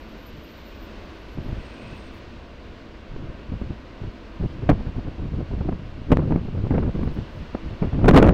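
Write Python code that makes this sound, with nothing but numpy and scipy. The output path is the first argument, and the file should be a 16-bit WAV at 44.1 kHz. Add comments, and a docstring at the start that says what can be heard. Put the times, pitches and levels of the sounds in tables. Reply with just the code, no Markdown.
"""Airliner landing on a windy airfield

Far off across open ground an airliner lands and rolls away: a steady exhaust roar, a brief fan whine
and thin high whistles. Gusts buffet the microphone more and more; the faster the air, the louder and
brighter its eddies, until the strongest blasts overload the recorder and crackle.
A few faint ticks of treble noise are also heard."""
import sys
import numpy as np
from scipy import signal
from scipy.fft import rfft, irfft, next_fast_len
from scipy.io import wavfile
from scipy.ndimage import uniform_filter1d

SR = 44100
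rng = np.random.default_rng(int(sys.argv[2]) if len(sys.argv) > 2 else 0)


def int16_out(signal):
    """Quantize to a 16-bit WAV file."""
    q = np.round(np.clip(np.atleast_2d(signal).T, -1, 1) * 32767)
    wavfile.write(sys.argv[1], SR, q.astype(np.int16))


N = 367353


# exhaust spectrum from across the field: f/Hz, relative level/dB
EXHAUST_SPECTRUM = [(12, -15), (25, 1), (60, 2.5), (120, -7.5), (190, -4.5), (300, -3), (440, -9),
                    (800, -11.5), (1500, -17), (2800, -23.5), (4400, -28), (6200, -39), (10000, -57),
                    (15800, -57)]
# broad humps and hollows in it: f/Hz, width/Hz, gain/dB
EXHAUST_HUMPS = [(60.5, 160, 2), (142, 89, -5), (216, 19, 3), (325, 54, -4.5), (520, 95, 1.5),
                 (606, 30, 2.5), (810, 122, -6.5), (1100, 2000, -2), (1320, 140, -2), (1510, 110, 2),
                 (1730, 74, -2), (2730, 860, 2)]
# the roar as the airliner draws away: t/s, level/dB
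ROAR_LEVEL = [(0, -41), (0.45, -41.5), (0.9, -39.5), (1.3, -39.5), (1.7, -39), (2.5, -42), (3.5, -41.5),
              (4.4, -40.5), (5.5, -41.5), (6.5, -43.5), (7.3, -40), (8.33, -38.5)]
# exhaust treble: t/s, level/dB relative to the roar
HISS_LEVEL = [(0, 0.5), (0.7, 0.5), (1.3, -1), (1.9, 0.5), (2.5, -1), (3.4, -2), (4.4, -2), (5.5, -2),
              (6.5, -0.5), (7.3, -0.5), (8.33, -3)]
# low engine tones: f/Hz, width/Hz, level/dB relative to the roar
DRONE_TONES = [(209.5, 7, -20), (328.3, 3.5, -12.5)]
# fan whine: t/s, f/Hz, level/dB
FAN_WHINE = [(0, 2680, -88), (1.3, 2660, -73), (1.55, 2570, -64), (1.72, 2520, -62), (1.85, 2560, -50.5),
             (2.1, 2660, -65), (2.5, 2800, -70), (7.25, 2800, -65), (8.33, 2715, -62)]

def engines(split_hz=2200, roar_waver_db=0.5, hiss_waver_db=0.46):
    """Distant exhaust roar, hiss, drone and fan whine; moving air on the long path makes them waver."""
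    (roar_db,), (hiss_db,) = in_time(ROAR_LEVEL), in_time(HISS_LEVEL)
    whine_hz, whine_db = in_time(FAN_WHINE)
    exhaust = noise(EXHAUST_SPECTRUM, EXHAUST_HUMPS)
    roar = lows(exhaust, split_hz)
    hiss = (exhaust - roar) * from_db(hiss_db + hiss_waver_db * drift(9.0))
    drone = sum(from_db(db) * tone(np.full(N, hz), width) for hz, width, db in DRONE_TONES)
    whine = from_db(whine_db) * tone(whine_hz, width_hz=110)
    roar = roar * from_db(roar_waver_db * drift(1.1))
    return from_db(roar_db) * (roar + hiss + drone) + whine


def tone(hz, width_hz):
    """An engine tone of rms about 1, smeared into a narrow band by turbulent air."""
    phase = 2 * np.pi * np.cumsum(hz) / SR
    return drift(width_hz) * np.cos(phase) + drift(width_hz) * np.sin(phase)


# light air on the microphone between gusts: t/s, relative level/dB
BREEZE_LEVEL = [(0, -51.5), (1.65, -56.5), (2.2, -43), (3, -49), (3.4, -42), (4.25, -52), (4.55, -33),
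                (5.15, -38), (6, -33), (6.4, -28), (7.05, -32), (7.3, -43), (7.76, -42), (8.33, -22)]
# gusts that swell, hold and drop away: t/s, hold/s, relative level/dB
WIND_GUSTS = [(0.343, 0.022, -37.5), (1.365, 0.23, -31.5), (1.83, 0.11, -38.5), (3.113, .185, -32.5),
              (3.497, 0.048, -27), (3.61, .11, -30), (4.025, .05, -29), (4.415, 0.037, -22),
              (4.633, 0.037, -27.5), (4.738, 0.067, -27.5), (4.855, 0.024, -25.5), (4.968, .015, -25),
              (5.06, 0.016, -24.5), (5.196, 0.078, -26), (5.328, .08, -24.5), (5.516, 0.23, -25),
              (6.108, 0.27, -21), (6.553, 0.13, -24.5), (6.709, .17, -21), (6.957, 0.15, -26),
              (7.17, 0.048, -27.5), (7.345, 0.08, -33), (7.649, 0.075, -27.5), (7.827, .045, -21),
              (7.936, 0.08, -21), (8.039, 0.28, -13)]
# sudden blasts at their peaks: t/s, relative level/dB, fall/s, eddy fineness/octaves
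WIND_BLASTS = [(1.377, -25.5, 0.017, 0.02), (1.485, -24, 0.0051, 0.08), (1.529, -21.5, 0.0039, 0.36),
               (3.163, -25, 0.0065, 0.42), (3.616, -21, 0.0063, 0.22), (3.706, -23.5, 0.00678, 0),
               (4.694, -4, 0.011, .53), (4.715, -9, 0.0053, 0.22), (4.727, -12.5, 0.01, -0.5),
               (5.333, -22.5, 0.004, 0.4), (5.608, -20, 0.0045, 0.18), (5.690, -14.5, 0.0055, 0.34),
               (6.104, -12.5, 0.0047, -0.36), (6.121, -4, .012, 0.3), (6.171, -10.5, 0.0021, 0.68),
               (6.189, -17.5, .016, 0.37), (6.308, -17, 0.0042, 0.24), (6.324, -15.5, .011, .29),
               (6.359, -12.5, .0045, 0.65), (6.669, -18.5, 0.0033, .15), (6.709, -14.5, 0.012, .4),
               (6.742, -15, 0.015, 0.2), (6.78, -15.5, 0.0098, 0.54), (6.83, -22.5, 0.014, 0.51),
               (6.952, -22, 0.0049, 0.5), (6.99, -20.5, 0.0075, 0.29), (7.031, -19, 0.0048, 0.5),
               (7.549, -15.5, 0.0068, 0.09), (7.823, -15.5, .0079, .45), (8.044, -9, 0.0051, .38),
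               (8.058, -6, 0.0058, -0.28), (8.084, -0.5, .013, 0.46), (8.111, -3, 0.0022, 0.13),
               (8.141, -2.5, 0.023, -0.09), (8.166, 1, 0.022, 0.31), (8.2, -7.5, 0.0047, .55),
               (8.226, -0.5, 0.0051, 0.23), (8.244, -10, .022, 0.58), (8.268, -4, 0.0013, 0.04),
               (8.276, -12, 0.00333, 0.67), (8.288, -5, .01, 0.1)]

def wind(steady_db=-1.21, blast_db=-0.73, lump_db=2.5, reference_db=-26, db_per_octave=25.0,
         steady_fineness_octaves=-.08):
    """Wind sweeps eddies right past the microphone: faster air plays them louder and higher."""
    t = np.arange(0, N, 20) / SR
    gusts = sum((from_db(db) * swell(t - start, hold, attack=.012, release=.018)) ** 2
                for start, hold, db in WIND_GUSTS)
    # a blast arrives faster than it dies away
    each_blast = np.array([(from_db(db + blast_db) * swell(t - peak, 0, fall / 4, fall)) ** 2
                           for peak, db, fall, _ in WIND_BLASTS])
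    fineness = np.array(WIND_BLASTS)[:, 3] @ each_blast
    gusts, blasts, fineness = in_time(np.transpose([t, gusts, each_blast.sum(axis=0), fineness]))
    breeze = from_db(in_time(BREEZE_LEVEL)[0]) ** 2
    steady = (breeze + gusts) * from_db(steady_db + lump_db * drift(50)) ** 2
    power = steady + blasts
    speed_octaves = np.clip(10 * np.log10(power) - reference_db, -12, 26) / db_per_octave
    # finer eddies sound higher; each part counts by its share of the power
    speed_octaves += (steady_fineness_octaves * steady + fineness) / power
    return np.sqrt(power) * turbulence(speed_octaves)


# eddy pressure on the microphone at the reference wind speed: f/Hz, relative level/dB
EDDY_SPECTRUM = [(8, -2), (25, -1.5), (60, 0), (130, -3), (220, -8), (380, -16.5), (600, -28),
                 (1000, -36.5), (1600, -45), (2600, -71.5), (5000, -103)]

def turbulence(speed_octaves, split_hz=560, small_db=2.5, db_per_octave=3.5, clump_db=3.5, clump_hz=80):
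    """A pattern of eddies read along the air's path; small ones come in clumps and thrive in fast air."""
    eddies = noise(EDDY_SPECTRUM, size=2 * N)
    # evened out over 25 ms, so that air speed sets the force of a gust
    eddies /= np.sqrt(uniform_filter1d(eddies ** 2, int(.025 * SR)) + 1e-6)
    large = lows(eddies, split_hz)
    clumps = noise([(1, 0), (clump_hz, 0), (4 * clump_hz, -40), (SR / 2, -160)], size=2 * N)
    small = (eddies - large) * rms_one(from_db(clump_db * np.minimum(clumps, 2)))
    travelled = np.cumsum(2 ** speed_octaves)
    large, small = (np.interp(travelled, np.arange(2 * N), part) for part in (large, small))
    return large + small * from_db(small_db + db_per_octave * speed_octaves)


# thin whistles above the far roar: t/s, length/s, starting f/Hz, glide/(Hz per s), level/dB
HIGH_WHISTLES = [(-0.1, 0.28, 12680, 0, -72), (0.1, .85, 11960, 134, -69), (-0.1, 1.4, 13740, 100, -84),
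                 (0.55, .65, 9400, 138, -94), (1.0, .33, 11000, 87, -83), (1.12, 0.5, 12510, 160, -79),
                 (1.48, 0.67, 8172, -2.5, -74)]

def whistles(flutter_db=4.5, wobble_hz=10, fade_s=0.14):
    """Faint near-sines that fade in, glide a little, flutter and fade out."""
    out, t = np.zeros(N), np.arange(N) / SR
    for start, length, first_hz, glide, db in HIGH_WHISTLES:
        age = t - start
        hz = first_hz + glide * age + wobble_hz * drift(40)
        phase = 2 * np.pi * np.cumsum(hz) / SR
        fade = np.clip(np.minimum(age, length - age) / fade_s, 0, 1)
        out += fade * from_db(db + flutter_db * drift(20)) * np.sqrt(2) * np.sin(phase)
    return out


# faint high ticks: t/s, level/dB, half length/s
FAINT_TICKS = [(1.967, -73, 0.018), (2.159, -69, 0.029), (7.041, -67, 0.01), (7.146, -68, 0.013),
               (7.36, -74.5, 0.048)]

def ticks(lowest_hz=8500):
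    """Short soft puffs of treble noise."""
    t = np.arange(N) / SR
    highpass = signal.butter(2, lowest_hz, "high", fs=SR, output="sos")
    fizz = rms_one(signal.sosfilt(highpass, rng.standard_normal(N)))
    return fizz * sum(from_db(db) * swell(t - peak, 0, half, half) for peak, db, half in FAINT_TICKS)


def noise(spectrum, humps=(), size=N):
    """Noise of rms 1 with a smooth spectrum and bell-shaped humps on it."""
    length = next_fast_len(size, True)
    hz = np.maximum(np.arange(length // 2 + 1) * SR / length, 1)
    points_hz, points_db = np.transpose(spectrum)
    db = np.interp(np.log(hz), np.log(points_hz), points_db)
    for centre, width, height in humps:
        db += height * .5 ** ((2 * (hz - centre) / width) ** 2)
    white = rfft(rng.standard_normal(length))
    return rms_one(irfft(white * from_db(db), length)[:size])


def drift(rate):
    """Smooth random wandering of spread 1, changing about rate times a second."""
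    pole = np.exp(-40 * np.pi * rate / SR)
    white = rng.standard_normal(N // 20 + 4002)
    slow = signal.lfilter([1], [1, -2 * pole, pole * pole], white)[4000:]
    return np.interp(np.arange(N) / 20, np.arange(len(slow)), rms_one(slow))


def swell(age, hold, attack, release):
    """Bell-shaped rise to 1 at age 0, hold and fall; attack and release are seconds to half height."""
    away = np.maximum(-age / attack, (age - hold) / release)
    return np.exp2(-np.clip(away, 0, 10) ** 2)


def lows(x, hz):
    """The part below hz, with no phase shift."""
    return signal.sosfiltfilt(signal.butter(2, hz, fs=SR, output="sos"), x)


def in_time(rows):
    """Each column after the time, joined by straight lines over N samples."""
    times, *columns = np.transpose(rows)
    return [np.interp(np.arange(N) / SR, times, column) for column in columns]


def from_db(db):
    """Decibels to gain."""
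    return 10 ** (np.asarray(db) / 20)


def rms_one(x):
    """Scale to unit power."""
    return x / np.sqrt(np.mean(x ** 2) + 1e-20)


def scene():
    """One microphone on the open airfield: the airliner far away, faint ticks, the wind up close."""
    return (engines() + whistles() + ticks() + wind())[None]


def record(dry, overload=.52, cutoff_hz=15800):
    """The strongest blasts flatten against the recorder's input limit; the top treble is cut."""
    clipped = np.clip(dry, -overload, overload)
    return signal.sosfilt(signal.ellip(10, .1, 90, cutoff_hz, fs=SR, output="sos"), clipped)


dry = scene()
out = record(dry)
int16_out(out)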